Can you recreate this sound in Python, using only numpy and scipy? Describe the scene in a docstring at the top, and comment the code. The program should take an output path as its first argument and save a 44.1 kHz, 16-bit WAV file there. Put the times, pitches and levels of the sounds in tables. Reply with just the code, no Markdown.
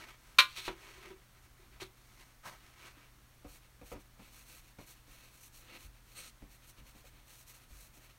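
"""A flat brush dabs and strokes a stretched canvas, which thumps like a slack drum, in a small quiet studio.
Before that a tool clacks down on the paint table, the brush scrapes and knocks on the palette and a sleeve rustles.
Rubbing is coloured noise made of tiny slips, shaped by hand movements; blows are noise bursts and decaying modes.
A faint mains hum and a low rumble lie underneath."""
import sys
import numpy as np
from scipy import signal
from scipy.fft import rfft, irfft, next_fast_len
from scipy.io import wavfile

SR = 44100
rng = np.random.default_rng(int(sys.argv[2]) if len(sys.argv) > 2 else 0)


def dump(signal):
    """Clip the signal to [-1, 1] and save it as 16-bit WAV at the path in sys.argv[1]."""
    limited = np.clip(np.atleast_2d(signal).T, -1, 1)
    pcm = np.round(limited * 32767).astype(np.int16)
    wavfile.write(sys.argv[1], SR, pcm)


N = 361041
T = np.arange(N) / SR
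RING = T[:SR // 2]  # half a second for each blow


def undb(db):
    """Turn dB into an amplitude factor."""
    return 10 ** (np.asarray(db) / 20)


def unit(x):
    """Scale to rms 1."""
    return x / np.sqrt(np.mean(x ** 2))


def fade(t60):
    """Exponential decay that falls 60 dB in t60 seconds."""
    return np.exp(-np.log(1000) * RING / t60)


def colour(x, points):
    """Filter by a spectrum of (Hz, dB) points, joined by lines over log frequency."""
    hz, db = np.transpose(points)
    size = next_fast_len(len(x))
    f = np.maximum(np.arange(size // 2 + 1) * SR / size, 1)
    gain = undb(np.interp(np.log(f), np.log(hz), db))
    return irfft(rfft(x, size) * gain, size)[:len(x)]


def band(x, lo_hz, hi_hz):
    """Band-pass without delay."""
    sos = signal.butter(3, [lo_hz, min(hi_hz, SR / 2 - 1)], "band", fs=SR, output="sos")
    return signal.sosfiltfilt(sos, x)


def add(out, at, sound):
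    """Mix a sound in at a time in seconds."""
    start = max(int(at * SR), 0)
    out[start:start + len(sound)] += sound[:N - start]


def ring(modes, scatter_db, rise, favoured_hz=None, slope_db=0):
    """Decaying modes of a struck body, rms 1 before decay; the struck spot favours modes around one pitch."""
    hz, db, t60 = np.transpose(modes)[:, :, None]
    octaves = np.abs(np.log2(hz / favoured_hz)) if favoured_hz else 0
    gain = undb(db - slope_db * octaves + scatter_db * rng.standard_normal(hz.shape))
    cycles = hz * RING + rng.random(hz.shape)
    waves = np.sin(2 * np.pi * cycles) * fade(t60)
    level = np.sqrt(np.sum(gain ** 2) / 2)
    return (gain * waves).sum(0) / level * (1 - np.exp(-RING / rise))


def crack(points, t60, tail_db, tail_t60, tail_hz):
    """Contact noise so dense in modes that it is a fading noise burst, with a duller, longer tail of the room."""
    direct, tail = (unit(colour(rng.standard_normal(len(RING)), points)) for _ in range(2))
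    lowpass = signal.butter(2, min(tail_hz, SR / 3), fs=SR, output="sos")
    tail = signal.sosfilt(lowpass, tail)
    return direct * fade(t60) + undb(tail_db) * tail * fade(tail_t60)


def friction(points, slips_per_s, spread_db, flutter_db, flutter_hz):
    """Many tiny slips of unequal size; flutter bunches them as fibres catch and let go."""
    happens = rng.random(N) < slips_per_s / SR
    size = undb(spread_db * np.minimum(rng.exponential(size=N), 5))
    slips = happens * rng.standard_normal(N) * size
    bunches = unit(colour(rng.standard_normal(N), [(flutter_hz, 0), (10 * flutter_hz, -60)]))
    return unit(colour(slips * undb(flutter_db * bunches), points))


def sweeps(rows, speed_power=0.73):
    """Gain of hand movements: speed rises and falls in one arch, and friction grows as a power of it."""
    power = np.zeros(N)
    for start, length, db in rows:
        speed = np.sin(np.pi * np.linspace(0, 1, int(length * SR))).clip(0)
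        arch = undb(db) * speed ** speed_power
        already_past = max(int(-start * SR), 0)
        add(power, start, arch[already_past:] ** 2)
    return np.sqrt(power)


def studio(x, wet_db, t60):
    """Close walls return a short, dense echo; the mix is scaled to hold the total power."""
    echo = rng.standard_normal(len(RING)) * fade(t60) * (RING > .003)
    wet = signal.fftconvolve(x, echo / np.sqrt(np.sum(echo ** 2)))[:N]
    return (x + undb(wet_db) * wet) / np.hypot(1, undb(wet_db))


def background():
    """Steady room air is noise weighted to the lows; mains hum is one sine."""
    # Spectrum of the room air. Each row: frequency in Hz, gain in dB.
    air_colour = [(10, -10), (25, 1.5), (45, 5.5), (62, -2.5), (100, -8.5), (170, -12.5), (290, -14),
                  (400, -20.5), (1300, -18), (2100, -20), (2700, -23), (4200, -24.5), (9000, -27),
                  (15500, -29)]
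    air_db, hum_db, hum_hz = -62, -70.5, 121
    air = unit(colour(rng.standard_normal(N), air_colour))
    hum = unit(np.sin(2 * np.pi * hum_hz * T))
    return undb(air_db) * air + undb(hum_db) * hum


def rubs():
    """Soft, uneven rustle as the painter moves: slips of cloth, skin and paint in two bands."""
    # Soft rubs of sleeve, hand and paint. Each row: start in seconds, length in seconds,
    # level in dB before the band trims, treble relative to it in dB before the trims.
    moves = [ (-.03, 0.097, -52, -12), (0.058, 0.069, -55, -10), (0.118, 0.046, -60, -12),
             (0.133, 0.36, -66.5, -4), (0.744, 0.27, -57, -9), (0.928, 0.22, -56, -11.5),
             (1.133, .14, -70, -12), (1.337, 0.063, -67.5, -12), (1.417, 0.055, -68, -1.5),
             (1.558, .13, -69, -11), (1.702, 0.1, -64.5, -14), (1.92, 0.45, -68.5, -3.5),
             (2.165, .08, -62.5, -6), (2.52, 0.27, -64.5, -7.5), (2.753, 0.16, -57.5, -9),
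             (2.811, 0.12, -57, -8.5), (2.91, 0.2, -63.5, -12.5), ]
    # Spectrum of the rustle. Each row: frequency in Hz, gain in dB.
    rustle_colour = [(120, -7), (300, -4.5), (700, -5.5), (1100, 0), (1600, -1.5), (2300, 0.5),
                     (3200, -5.5), (4200, -7), (5000, -10.5), (6500, -12.5), (10000, -18), (15500, -22.5)]
    body_trim_db, treble_trim_db = -0.5, 0.5
    grain = friction(rustle_colour, slips_per_s=7000, spread_db=-0.4, flutter_db=1.27, flutter_hz=40)
    body_gain = sweeps([(start, length, db) for start, length, db, _ in moves])
    treble_gain = sweeps([(start, length, db + treble_db) for start, length, db, treble_db in moves])
    body = unit(band(grain, 150, 5000)) * body_gain
    treble = unit(band(grain, 5000, 17000)) * treble_gain
    return body * undb(body_trim_db) + treble * undb(treble_trim_db)


def sleeve_swish():
    """One warm swish as the sleeve swings; loose cloth only sounds near full speed."""
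    # The sleeve swinging up to the easel and settling. Each row: start in seconds, length in seconds,
    # level in dB before the 1 dB lift.
    swings = [(2.42, 0.11, -47), (2.47, .12, -56)]
    # Spectrum of the moving cloth. Each row: frequency in Hz, gain in dB.
    cloth_colour = [(130, -3.5), (400, -8), (600, -0.5), (1150, 3), (1700, -2), (2300, -3.5), (3200, -8.5),
                    (4200, -10), (6500, -12), (15500, -20)]
    cloth = friction(cloth_colour, slips_per_s=12000, spread_db=0.9, flutter_db=0.8, flutter_hz=60)
    return cloth * sweeps(swings, speed_power=2.3) * undb(1.0)


def clack():
    """A hard tool lands, chatters for an instant and leaves the table ringing."""
    # The tool landing and chattering. Each row: time in seconds, level in dB before the trim.
    blows = [(0.3855, -15.5), (0.388, -12), (0.3928, -15), (0.3956, -14), (0.4037, -18)]
    # What tool and table ring with. 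Each row: frequency in Hz, gain in dB, t60 in seconds.
    table_modes = [(340, -31, 0.3), (570, -22, 0.17), (1040, -1, .17), (1190, -8, 0.21), (1353, -12, 0.2),
                   (1440, -6, 0.18), (1490, -9.5, 0.2), (1651, -7, .17), (1910, -7.5, .14),
                   (2081, -7.5, .17), (2340, -1.5, 0.17), (2400, -1.5, .14), (2524, -3.5, .13),
                   (2668, -6.5, .19), (2843, -12.5, .18), (3063, -11.5, 0.21), (3391, -15.5, 0.18),
                   (3653, -3, .12), (3715, -0.5, 0.15), (3930, -4.5, 0.17), (4098, 2, 0.13),
                   (4194, -9.5, .16), (4383, -7.5, 0.12), (5380, -14, 0.14), (7241, -22, .12),
                   (9297, -14, .08)]
    # Spectrum of the contact noise. Each row: frequency in Hz, gain in dB.
    blow_colour = [(60, -28), (250, -35), (420, -24), (580, -11), (770, -18), (1050, 1), (1800, -4.5),
                   (2400, 2), (3300, 2), (4100, 2.5), (5000, -7.5), (7000, -14.5), (10000, -19.5),
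                   (15500, -30)]
    trim_db, ringing_db, sparkle_db = -3.0, -16.0, -36
    out = np.zeros(N)
    for at, db in blows:
        blow = crack(blow_colour, t60=.04, tail_db=-15, tail_t60=.175, tail_hz=12000)
        add(out, at, undb(db + trim_db) * blow)
    # the treble of the blow lingers briefly between the close walls
    sparkle = unit(band(rng.standard_normal(len(RING)), 5000, 15000)) * fade(0.17)
    ringing = ring(table_modes, scatter_db=2.5, rise=0.0017)
    add(out, blows[0][0], undb(ringing_db) * ringing + undb(sparkle_db) * sparkle)
    return out


def palette():
    """Knocks and stirring excite the palette's modes: a short hollow note or a drone."""
    # Knocks on the palette. Each row: time in seconds, level in dB, tick relative to it in dB,
    # favoured pitch in Hz.
    knocks = [(0.578, -55.5, 1, 900), (0.6796, -37, 1.5, 450), (0.701, -46.5, -6, 390),
              (1.059, -52.5, -9, 400), (1.104, -46, -9.5, 360), (1.801, -60, 4, 900),
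              (1.8175, -45, -1, 335), (3.93, -48, -16, 375)]
    # What the palette rings with. Each row: frequency in Hz, gain in dB, t60 in seconds.
    palette_modes = [(122, -5.5, .2), (190, -4, 0.134), (273, -24, 0.1), (337.4, -1.5, 0.2), (378, 4, 0.18),
                     (424.6, -15, .14), (580, -8, 0.098), (764, -17, 0.12), (964, 2, 0.088),
                     (1317, -5, 0.12)]
    # Spectrum of the contact tick. Each row: frequency in Hz, gain in dB.
    knock_colour = [(50, 7), (150, -11), (400, 2), (700, -3), (1050, 1.5), (1600, -5), (2400, -2.5),
                    (3500, -7), (5000, -21), (15500, -44)]
    # The palette droning while paint is stirred on it. Each row: start in seconds, length in seconds,
    # level in dB before the 2 dB cut.
    stirs = [(.8, 0.29, -64), (1.0, .18, -59.5), (1.575, 0.1, -62.5), (1.715, 0.062, -66)]
    out = np.zeros(N)
    for at, db, tick_db, hz in knocks:
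        tick = crack(knock_colour, t60=0.082, tail_db=-6.5, tail_t60=0.23, tail_hz=4000)
        note = ring(palette_modes, scatter_db=1.0, rise=0.0029, favoured_hz=hz, slope_db=3.0)
        add(out, at, undb(db) * (note + undb(tick_db) * tick))
    board = ring(palette_modes, scatter_db=3.0, rise=0.0023, favoured_hz=373, slope_db=16)
    drone = unit(signal.fftconvolve(rng.standard_normal(N), board)[:N])
    return out + drone * sweeps(stirs) * undb(-2.0)


def scrapes():
    """The brush swishes through paint on the palette: very dense slips under short arches."""
    # The brush scraping the palette. Each row: start in seconds, length in seconds, level in dB.
    scrape_moves = [(.46, 0.11, -55.5), (.552, 0.058, -42.5), (.585, 0.1, -49), (.643, 0.053, -44.5),
                    (.68, .06, -57), (1.798, .045, -46.5), (1.825, 0.052, -59)]
    # Spectrum of the scrape. Each row: frequency in Hz, gain in dB.
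    scrape_colour = [(150, -17), (700, -18), (1050, -7), (1700, -10), (2400, -1.5), (3000, -4.5),
                     (4000, -1), (5000, -10), (6500, -11), (10000, -17), (15500, -22)]
    grain = friction(scrape_colour, slips_per_s=16000, spread_db=2.5, flutter_db=0.3, flutter_hz=70)
    return grain * sweeps(scrape_moves)


def scrub():
    """Pressed flat, the bristles rasp and, at the hardest push, catch in a narrow, high whistle."""
    # Hard scrubs that make the bristles sing. Each row: start in seconds, length in seconds,
    # level in dB before the 2 dB lift of the rasp.
    pushes = [(6.147, 0.087, -52), (6.2, 0.11, -55.5)]
    # Spectrum of the rasp. Each row: frequency in Hz, gain in dB.
    rasp_colour = [(180, -4), (380, -7), (490, 5), (650, -9), (950, -11), (1300, 2.5), (1650, -3.5),
                   (2600, 4), (3400, -3), (4150, 5), (5000, -5.5), (6200, 0), (10000, -3), (15500, -11.5)]
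    sing_hz, sing_width_hz, sing_db = 8440, 900, -54.5
    sing_growth = 3  # dB of whistle for each dB of push
    push = sweeps(pushes)
    rasp = friction(rasp_colour, slips_per_s=12000, spread_db=-0.5, flutter_db=0.0, flutter_hz=60)
    noise = rng.standard_normal(N)
    whistle = unit(band(noise, sing_hz - sing_width_hz / 2, sing_hz + sing_width_hz / 2))
    whistle_gain = (push / push.max()) ** sing_growth * undb(sing_db)
    return rasp * push * undb(2.0) + whistle * whistle_gain


def brush():
    """Bristles flick over the weave; strong strokes are mostly bright hiss, weak ones have relatively more body."""
    # Strokes of the brush over the canvas. Each row: start in seconds, length in seconds,
    # bristle hiss in dB before its trim, body of the stroke relative to the hiss in dB before the trims.
    strokes = [(3.461, 0.134, -61.5, -2.0), (3.615, 0.063, -73.0, 5.5), (3.833, 0.087, -62.5, -2),
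               (3.898, 0.05, -59.5, -2), (3.987, 0.042, -67, -2), (4.177, 0.159, -67.5, 4),
               (4.296, 0.16, -61.5, -1.5), (4.442, 0.18, -59, -2.0), (4.607, 0.13, -69.5, 0.5),
               (4.773, 0.089, -66, 0.5), (4.854, 0.092, -58.5, -4), (4.919, 0.106, -71.5, 2.5),
               (5.058, 0.16, -64, 1.5), (5.159, 0.16, -65.5, 3), (5.305, 0.11, -64, -3),
               (5.398, 0.093, -57.5, -7.5), (5.515, 0.12, -60.0, -6.0), (5.597, 0.103, -69.5, 6),
               (5.669, 0.087, -67.5, 13), (5.724, 0.06, -62.0, 10), (5.775, 0.105, -60.5, 0),
               (5.926, 0.075, -75.5, 6.5), (6.048, 0.22, -64.5, 0.5), (6.489, 0.09, -64.5, -3.5),
               (6.611, 0.058, -68.5, 3), (6.663, 0.06, -61.0, -5), (6.76, 0.051, -69.5, 8),
               (6.847, 0.082, -64, 0.5), (6.934, 0.09, -65.5, 0.5), (7.042, 0.06, -65.0, 1.5),
               (7.116, 0.13, -76.5, 9), (7.253, 0.141, -62, -2.5), (7.356, 0.088, -59.5, -6),
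               (7.46, 0.075, -59, -4.0), (7.526, 0.07, -62.0, -2.5), (7.581, 0.082, -68, 2),
               (7.679, 0.11, -64.5, -2.5), (7.75, 0.141, -60.0, -6), (7.92, 0.075, -63.5, -4.5),
               (7.991, 0.099, -67.0, 2), (8.09, 0.032, -69.5, 9)]
    # Spectrum of bristles on cloth. Each row: frequency in Hz, gain in dB.
    bristle_colour = [(180, -2.5), (290, 6), (400, -10), (495, 3), (620, -5.5), (950, -4.5), (1250, -1.5),
                      (1750, -3), (2600, 3.5), (3400, -4), (4200, 0.5), (4950, -8), (6100, -1.5),
                      (15500, -5.5)]
    hiss_trim_db, body_trim_db = -0.04, -0.8
    grain = friction(bristle_colour, slips_per_s=8000, spread_db=0.5, flutter_db=1.16, flutter_hz=50.3)
    hiss_gain = sweeps([(start, length, db) for start, length, db, _ in strokes])
    body_gain = sweeps([(start, length, db + body_db) for start, length, db, body_db in strokes])
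    hiss = unit(band(grain, 4340, 16500)) * hiss_gain
    body = unit(band(grain, 204, 4730)) * body_gain
    return undb(hiss_trim_db) * hiss + undb(body_trim_db) * body


def canvas():
    """Each dab ticks, thumps the modes of the stretched cloth and rocks the low modes of the easel."""
    # Brush meeting the canvas. Each row: time in seconds, level in dB, tick relative to it in dB,
    # favoured pitch in Hz, sway of the easel in dB.
    dabs = [(2.967, -59, -28, 298, -70), (3.4451, -46.5, -14.5, 400, -52), (3.8138, -50.5, -11, 430, -55),
            (3.917, -43, -8, 480, -53), (3.953, -49.5, -10, 330, -50.5), (4.193, -52.5, -7, 208, -59),
            (4.7861, -54.5, -1, 260, -66), (5.0783, -60.5, -17, 280, -60), (5.72, -60, -17, 220, -72),
            (5.845, -65, -14, 100, -50), (6.4208, -50, -13, 200.4, -50.5), (6.783, -64, -10, 180, -50.5),
            (6.812, -58.5, -16, 130, -58), (6.9505, -58.5, -10, 200, -68), (7.04, -61.5, -9, 600, -70),
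            (7.129, -61.5, -14, 121, -54), (7.7044, -61.5, -14, 120, -48.5),
            (7.9705, -60.5, -6.5, 300, -68)]
    # What the stretched cloth rings with. Each row: frequency in Hz, gain in dB, t60 in seconds.
    canvas_modes = [(81.6, -11, 0.28), (133.6, -6, 0.3), (206, -1, 0.13), (244, -5, 0.12), (291.7, 1, 0.15),
                    (370, -21, 0.26), (484, -1.5, 0.16), (550, -3, 0.15), (744, -1.5, 0.12),
                    (940, -16, 0.068), (1250, -4, 0.22)]
    # What the easel rings with. Each row: frequency in Hz, gain in dB, t60 in seconds.
    easel_modes = [(47, -5, 0.49), (63.8, -17, 0.31), (74.3, -9, 0.18)]
    # Spectrum of the contact tick. Each row: frequency in Hz, gain in dB.
    tick_colour = [(100, 12.5), (400, 3.5), (700, 4), (1300, -1), (1700, -9), (2400, -0.5), (3500, -15),
                   (5000, -10), (15500, -30)]
    out = np.zeros(N)
    for at, db, tick_db, hz, sway_db in dabs:
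        tick = crack(tick_colour, t60=0.14, tail_db=5.0, tail_t60=0.24, tail_hz=3940)
        thump = ring(canvas_modes, scatter_db=1.5, rise=0.0024, favoured_hz=hz, slope_db=9)
        sway = ring(easel_modes, scatter_db=1.5, rise=0.0052)
        add(out, at, undb(db) * (thump + undb(tick_db) * tick))
        add(out, at, undb(sway_db) * sway)
    return out


def scene():
    """Rubbing sounds with the echo of the room, plus the blows and the background."""
    rubbing = rubs() + sleeve_swish() + scrapes() + scrub() + brush()
    rubbing = studio(rubbing, wet_db=-6.5, t60=0.081)
    return (background() + clack() + palette() + rubbing + canvas())[None]


def record(dry):
    """The microphone port colours the treble and the recorder cuts the top."""
    # Notches and peaks of the microphone port. Each row: centre in Hz, width in Hz, gain in dB.
    port = [(4400, 270, 1), (4934, 300, -3.5), (7375, 450, -3), (10470, 430, -3.5)]
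    top_hz = 15800
    f = np.arange(1, SR // 2, 20)
    port_db = sum(db * np.exp(-((f - hz) / width) ** 2) for hz, width, db in port)
    heard = colour(dry[0], np.column_stack([f, port_db]))
    lowpass = signal.ellip(10, .1, 70, top_hz, fs=SR, output="sos")
    return signal.sosfilt(lowpass, heard)[None]


dry = scene()
out = record(dry)
dump(out)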